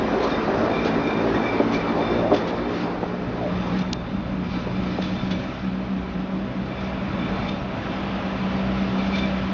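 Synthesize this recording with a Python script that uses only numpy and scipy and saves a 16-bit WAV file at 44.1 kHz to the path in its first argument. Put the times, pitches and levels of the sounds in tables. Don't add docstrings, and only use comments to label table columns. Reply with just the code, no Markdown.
import sys
import numpy as np
from scipy import signal
from scipy.fft import rfft, irfft
from scipy.io import wavfile
from scipy.ndimage import uniform_filter1d

SR = 44100
rng = np.random.default_rng(int(sys.argv[2]) if len(sys.argv) > 2 else 0)


def to_wav(sig):
    pcm = np.clip(np.atleast_2d(sig), -1, 1) * 32767
    pcm = np.round(pcm).astype(np.int16)
    wavfile.write(sys.argv[1], SR, pcm.T)


N = 420273
T = np.arange(N) / SR

# time in seconds, level in dB.
ROLLING_LEVEL = [(0.0, -33), (2.02, -34.5), (3.15, -40.5), (3.79, -39), (3.92, -43), (4.91, -41),
                 (6.4, -42.5), (7.45, -36), (7.65, -40), (7.85, -37), (9.53, -36.5)]
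# frequency in Hz, relative density in dB.
FRICTION_SPECTRUM = [(600, -7.5), (1500, 7), (2600, 5.5), (4000, 4), (5300, -2.5), (6200, -8),
                     (7100, -25.5)]


def amp(db):
    return 10 ** (np.asarray(db) / 20)


def unit(x):
    return x / np.sqrt(np.mean(x ** 2) + 1e-20)


def curve(rows):
    return np.interp(T, *np.transpose(rows))


def swell(s, length):
    return np.cos(np.pi * np.clip((T - s) / length, -.5, .5)) ** 2


def plateau(s, length):
    return np.maximum(1 - np.abs(2 * (T - s) / length) ** 3, 0)


def add(mix, s, sound):
    part = mix[max(round(s * SR), 0):][:len(sound)]
    part += sound[:len(part)]


def wander(rate_hz):
    knots = rng.standard_normal(2048)
    slow = irfft(rfft(knots) / (1 + (np.fft.rfftfreq(2048, 1 / 200) / rate_hz) ** 4))
    return unit(np.interp(T, np.arange(2048) / 200, slow))


def noise(shape, patchy_db):
    hz = np.fft.rfftfreq(2048, 1 / SR)
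    re, im, patches = rng.standard_normal((3, len(hz), N // 512 + 4))
    patches = unit(uniform_filter1d(uniform_filter1d(patches, size=14, axis=0), size=4, axis=1))
    shape_hz, db = np.transpose(shape)
    colour = amp(np.interp(np.log(hz + 1), np.log(shape_hz), db))[:, None]
    spectra = (re + 1j * im) * colour * amp(patchy_db * patches)
    return unit(signal.istft(spectra, nperseg=2048, noverlap=1536)[1][:N])


def band(x, low_hz, high_hz):
    return signal.sosfilt(signal.butter(3, [low_hz, high_hz], "band", fs=SR, output="sos"), x)


def resonate(x, hz, width):
    phasor = np.exp(2j * np.pi * np.cumsum(hz * np.ones(len(x))) / SR)
    pole = np.exp(-np.pi * width / SR)
    return 2 * (phasor * signal.lfilter([1 - pole], [1, -pole], x / phasor + 1e-18)).imag


def ring(x, hz, width):
    return unit(resonate(resonate(x, hz, 1.2 * width), hz, 1.4 * width))


def held(x):
    return x / np.sqrt(uniform_filter1d(x ** 2, size=SR // 40) + .1)


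def dulled(x, away):
    return x + 0.22 * away * (uniform_filter1d(x, size=5) - x)


def wheel_mode(hz, width):
    pass_s, pass_length_s, shift = 1.3, .12, .015
    doppler = 1 + shift * (1 - np.tanh((T - pass_s) / pass_length_s)) / 2
    return ring(rng.standard_normal(N), hz * doppler, width)


def mesh_cycles():
    # time in seconds, teeth meeting the rack per second.
    tooth_rate = [(0, 55.0), (2, 57.5), (3, 59.6), (4, 61.0), (5, 62.2), (7.5, 64.1), (9.53, 64.3)]
    return np.cumsum(curve(tooth_rate) * (1 + 0.0053 * wander(rate_hz=3.18))) / SR


def tooth_pulse(cycles):
    return unit((.35 + np.cos(np.pi * cycles) ** 2) * amp(.8 * wander(rate_hz=40)))


def scraping():
    # middle in seconds, length in seconds, rise in dB.
    scrapes = [(0.65, 0.12, 0.5), (2.794, 0.29, 7.5), (3.69, 0.74, 4.5), (4.553, 0.32, 8), (4.94, 0.91, 7),
               (5.404, 0.94, 6), (6.837, .22, 3.5), (7.32, 0.55, 0), (9.1, 1, 4)]
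    return sum(db * swell(s, length) for s, length, db in scrapes)


def pinions_in_step():
    # middle in seconds, length in seconds.
    swells = [(3.62, 0.3), (4.184, 0.12), (4.405, 0.21), (4.537, 0.18), (4.773, 0.19), (5.19, 0.47),
              (5.718, 0.27), (5.993, 0.27), (6.292, 0.42), (6.62, 0.2), (7.13, 0.39)]
    return sum(plateau(s, length) for s, length in swells)


def rumble(scrape_db, in_step):
    # time in seconds, base level in dB.
    body_level = [(0, -34.5), (2.6, -38.5), (3.6, -35.5), (4.7, -34.5), (6.2, -43.5), (7.4, -30.5),
                  (8.5, -39), (9.53, -40)]
    # frequency in Hz, relative density in dB.
    body_spectrum = [(15, -28.5), (25, -10.5), (38, 8.5), (65, 0.5), (85, 8.5), (130, 4.5), (220, 11),
                     (330, -16.5), (600, -53)]
    level_db = curve(body_level) + 0.22 * scrape_db + 3 * (in_step - .5) + wander(rate_hz=1.9)
    return amp(level_db) * noise(body_spectrum, patchy_db=1.0)


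def flange_hiss():
    # time in seconds, level in dB.
    grinding_level = [(6.6, -64.5), (7.7, -57), (7.95, -45.5), (8.9, -49), (9.53, -50.5)]
    return amp(curve(grinding_level)) * unit(band(rng.standard_normal(N), low_hz=2230, high_hz=3550))


def snap():
    # start in seconds, peak level in dB.
    clicks = [(3.931, -11)]
    decay_s, rebound_s = 0.00014, 0.0021
    out, t = np.zeros(N), np.arange(SR // 100) / SR
    crack = band(np.exp(-t / decay_s) * np.sin(2 * np.pi * 4200 * t), low_hz=2470, high_hz=7060)
    crack /= np.abs(crack).max()
    for s, db in clicks:
        add(out, s, amp(db) * crack)
        add(out, s + rebound_s, amp(db) * crack)
    return out


def knocks():
    # start in seconds, nominal level in dB, decay of the rattle in seconds, pitch factor.
    blows = [(0.604, -23, 0.05, 0.83), (0.853, -20.5, 0.015, 0.66), (1.345, -22, 0.016, 0.53),
             (1.598, -12.5, 0.0082, 1.02), (2.312, -12, 0.018, 1.08), (2.338, -20, 0.01, 1.04),
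             (3.029, -17.5, 0.0074, 1.06), (4.669, -23, 0.0047, 1.09), (4.985, -17, 0.0029, 1.1)]
    # frequency in Hz, base bandwidth in Hz, relative level in dB.
    bogie_modes = [(283, 25, -2.5), (382, 37, -0.5), (479, 23, -4), (562, 16, -1), (657, 32, -4),
                   (780, 41, -21), (960, 290, -6.5)]
    out, t = np.zeros(N), np.arange(SR // 4) / SR
    for s, db, decay, pitch in blows:
        drive = rng.standard_normal(len(t)) * np.exp(-t / decay)
        drive[0] += .3 * np.linalg.norm(drive)
        damping = 1 + 0.0047 / decay
        clunk = sum(amp(mode_db) * unit(resonate(drive, hz * pitch, width * damping))
                    for hz, width, mode_db in bogie_modes)
        clunk = band(clunk, low_hz=250, high_hz=1100) * (1 - np.exp(-t / .002))
        add(out, s, amp(db) * unit(clunk) * np.sqrt(decay / t[-1]))
    return out


def clashes():
    # start in seconds, level in dB before the envelope, decay in seconds,
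    # mode frequency in Hz, mode level in dB relative to the burst.
    strikes = [(0.2, -26, 0.049, 4020, -12), (0.842, -20.5, 0.023, 5110, -15),
               (1.335, -35.5, 0.03, 1884, 11.5), (1.716, -27.5, 0.037, 2344, 4.5),
               (2.326, -27, 0.042, 3540, -5), (2.471, -28.5, 0.015, 3350, -6),
               (3.783, -27, 0.015, 3000, -19), (5.012, -24.5, 0.029, 3490, -4),
               (5.303, -27, 0.024, 3490, -3), (7.474, -35.5, 0.037, 3590, 3),
               (9.133, -23.5, 0.038, 3550, -1.5)]
    out, t = np.zeros(N), np.arange(SR // 3) / SR
    bright = unit(signal.lfilter([1, -.4], 1, noise(FRICTION_SPECTRUM, patchy_db=2)))
    grit = bright * unit(amp(3.2 * wander(rate_hz=70)))
    for s, db, decay, hz, ring_db in strikes:
        envelope = np.exp(-t / decay) * (1 - np.exp(-t / (.7 * decay)))
        burst = grit[round(s * SR):][:len(t)] * envelope
        chime = ring(burst, hz, width=70) * np.std(burst)
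        add(out, s, amp(db) * (burst + amp(ring_db) * chime))
    return out


def squeals(scrape_db, away):
    # middle in seconds, length in seconds, levels of the lower and upper mode in dB.
    flares = [(0.358, 0.12, -46, -44.5), (0.82, 0.37, -39.5, -50), (1.11, 0.26, -35.5, -43),
              (1.384, 0.1, -36, -42), (1.535, 0.21, -31.5, -46), (1.85, 0.21, -39.5, -48),
              (2.11, 0.28, -40.5, -41.5), (2.6, 0.77, -49.5, -52), (3.85, 1, -59, -52),
              (5.2, 0.091, -59, -42), (6.8, 0.52, -50, -54), (7.36, 0.54, -45, -48),
              (9.203, 0.25, -37, -48)]
    # time in seconds, frequency of the upper mode in Hz before the Doppler shift.
    upper_pitch = [(5.3, 3570), (6.7, 3530)]
    # frequency in Hz, level in dB relative to the upper mode.
    overtones = [(4340, -18), (5040, -17), (5440, -17.5)]
    lower_hz, width_hz = 2334, 56
    lower_db, upper_db = -14.5, -19.5
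    low = held(wheel_mode(lower_hz, width_hz))
    high = held(wheel_mode(curve(upper_pitch), width_hz))
    high += (1 - away) * sum(amp(db) * wheel_mode(hz, width_hz) for hz, db in overtones)
    flutter = unit(amp(3 * (wander(rate_hz=45) + .5 * wander(rate_hz=12))))
    low_flare = sum(amp(db) * plateau(s, length) for s, length, db, _ in flares)
    high_flare = sum(amp(db) * plateau(s, length) for s, length, _, db in flares)
    friction = amp(curve(ROLLING_LEVEL) + scrape_db)
    low *= np.hypot(amp(lower_db) * friction, low_flare)
    high *= np.hypot(amp(upper_db) * friction, high_flare)
    return flutter * (low + high)


def wheel_rubbing(scrape_db):
    # frequency in Hz, bandwidth in Hz, relative level in dB.
    damped_modes = [(1286, 110, 1), (2545, 270, -1.5), (4890, 200, -12)]
    hiss = noise(FRICTION_SPECTRUM, patchy_db=2.0) * unit(amp(0.79 * wander(rate_hz=57)))
    ringing = sum(amp(db + 2 * wander(rate_hz=17)) * wheel_mode(hz, width)
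                  for hz, width, db in damped_modes)
    return amp(curve(ROLLING_LEVEL) - 16.5 + scrape_db) * (amp(8.0) * hiss + ringing)


def groans(cycles):
    # start and length in seconds, first and last frequency in Hz, level in dB, bandwidth in Hz.
    glides = [(0.447, 0.35, 517, 725, -27.5, 150), (1.07, 0.42, 400, 300, -25, 150),
              (1.42, 0.48, 305, 276, -30, 80), (1.994, .39, 300, 740, -23.5, 240),
              (1.98, 0.88, 405, 450, -32, 110), (2.4, 0.15, 497, 540, -33, 200),
              (3.383, 0.15, 700, 534, -28.5, 150)]
    rasp_share, smear_rad = 0.34, .17
    out = np.zeros(N)
    teeth = unit(sum(np.cos(2 * np.pi * k * cycles - smear_rad * k ** 2) for k in range(1, 20)))
    rasp = tooth_pulse(cycles) * unit(band(rng.standard_normal(N), low_hz=100, high_hz=1200))
    drive = (1 - rasp_share) * teeth + rasp_share * rasp
    for s, length, start_hz, end_hz, db, width in glides:
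        count = int(length * SR)
        voice = ring(drive[round(s * SR):][:count], np.linspace(start_hz, end_hz, count), width)
        add(out, s, amp(db) * voice * signal.windows.tukey(count, .7))
    return out


def rack(cycles, away):
    # multiple of the tooth rate, level close by in dB, level from afar in dB.
    harmonics = [(1, -44.5, -40.5), (2, -42.5, -40.5), (3, -36, -41.5), (4, -34, -41), (5, -36, -43),
                 (6, -43.5, -47), (7, -30, -56), (8, -32.5, -61.5), (9, -46, -47.5), (10, -45.5, -48)]
    out = np.zeros(N)
    for order, near_db, far_db in harmonics:
        beating = 0.27 + .5 * (wander(rate_hz=11.3) + 1j * wander(rate_hz=4.2))
        line = (beating * np.exp(2j * np.pi * (order * cycles + rng.random()))).real
        out += amp(near_db + (far_db - near_db) * away) * unit(line)
    return out


def drone(cycles, in_step):
    # time in seconds, level in dB before the swells and the fade-in.
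    base_level = [(2.9, -31), (4.0, -31), (4.5, -32), (6.2, -31.5), (6.9, -34.5), (7.3, -29), (8.05, -33),
                  (8.45, -22.5), (9.2, -20.5), (9.53, -23.5)]
    unrest = curve([(8.2, 1), (8.47, 0.16)])
    phase = 2 * np.pi * 3 * cycles + .8 * unrest * wander(rate_hz=7)
    tone = unit(np.sin(phase) * (1 + 0.13 * wander(rate_hz=31)))
    shake = rng.standard_normal(N) * tooth_pulse(cycles) ** 2
    boom = unit(unit(band(shake, low_hz=149, high_hz=298)) + 0.48 * ring(shake, hz=291.3, width=46))
    surge_db = 14 * plateau(s=3.79, length=0.11)
    rise_db = 8 * in_step + surge_db
    throb = 1 + 0.38 * unrest * np.tanh(2 * wander(rate_hz=13))
    body = throb * (amp(rise_db) * tone + amp(-3.5 + .7 * rise_db) * np.sqrt(unrest) * boom)
    fade_in = curve([(2.6, 0.12), (3.1, 0.61)])
    return amp(curve(base_level)) * body * fade_in


def rolling_roar(cycles, away, scrape_db):
    # frequency in Hz, relative density in dB.
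    near_spectrum = [(120, -28.5), (220, 3.5), (310, 3.5), (450, -1), (700, -1), (1200, -7), (2000, -14.5),
                     (3000, -35), (5000, -47.5), (7000, -53.5)]
    far_spectrum = [(35, -14), (120, 2), (250, 0.5), (320, -4), (430, -3.5), (600, -1), (850, -6),
                    (1300, -7), (2000, -13), (2700, -15), (4000, -25), (7000, -47)]
    # frequency in Hz, relative level in dB.
    track_modes = [(525, -16), (670, -14.5), (815, -12.5), (985, -12.5), (1088, -17.5), (1325, -13.5)]
    near = amp(10) * noise(near_spectrum, patchy_db=2.0)
    track = sum(amp(db) * ring(rng.standard_normal(N), hz, width=20) for hz, db in track_modes)
    far = amp(6) * (noise(far_spectrum, patchy_db=1.0) + amp(-3.5) * track)
    pulsing = unit(1 + 0.029 * np.cos(2 * np.pi * cycles) + 0.014 * wander(rate_hz=21))
    roar = np.sqrt(1 - away) * near + np.sqrt(away) * far
    return amp(curve(ROLLING_LEVEL) + 0.097 * scrape_db) * pulsing * roar


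def scene():
    # time in seconds, share of the sound heard from afar, from 0 to 1.
    far_share = [(0, 0.1), (2.6, 0.26), (3.4, 0.45), (4.2, 0.84), (6.3, 0.97)]
    cycles, away = mesh_cycles(), curve(far_share)
    scrape_db, in_step = scraping(), pinions_in_step()
    gearing = rack(cycles, away) + drone(cycles, in_step) + groans(cycles)
    running = rolling_roar(cycles, away, scrape_db) + rumble(scrape_db, in_step)
    flanges = flange_hiss() + squeals(scrape_db, away)
    steel = dulled(wheel_rubbing(scrape_db) + clashes(), away)
    return (gearing + running + flanges + steel + knocks() + snap())[None]


def record(dry):
    low_hz, high_hz = 27, 7350
    thin = signal.sosfilt(signal.butter(4, low_hz, "high", fs=SR, output="sos"), dry)
    low_pass = signal.firwin(255, high_hz, window=("kaiser", 9), fs=SR)
    return signal.oaconvolve(thin, low_pass[None], "same")


dry = scene()
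out = record(dry)
to_wav(out)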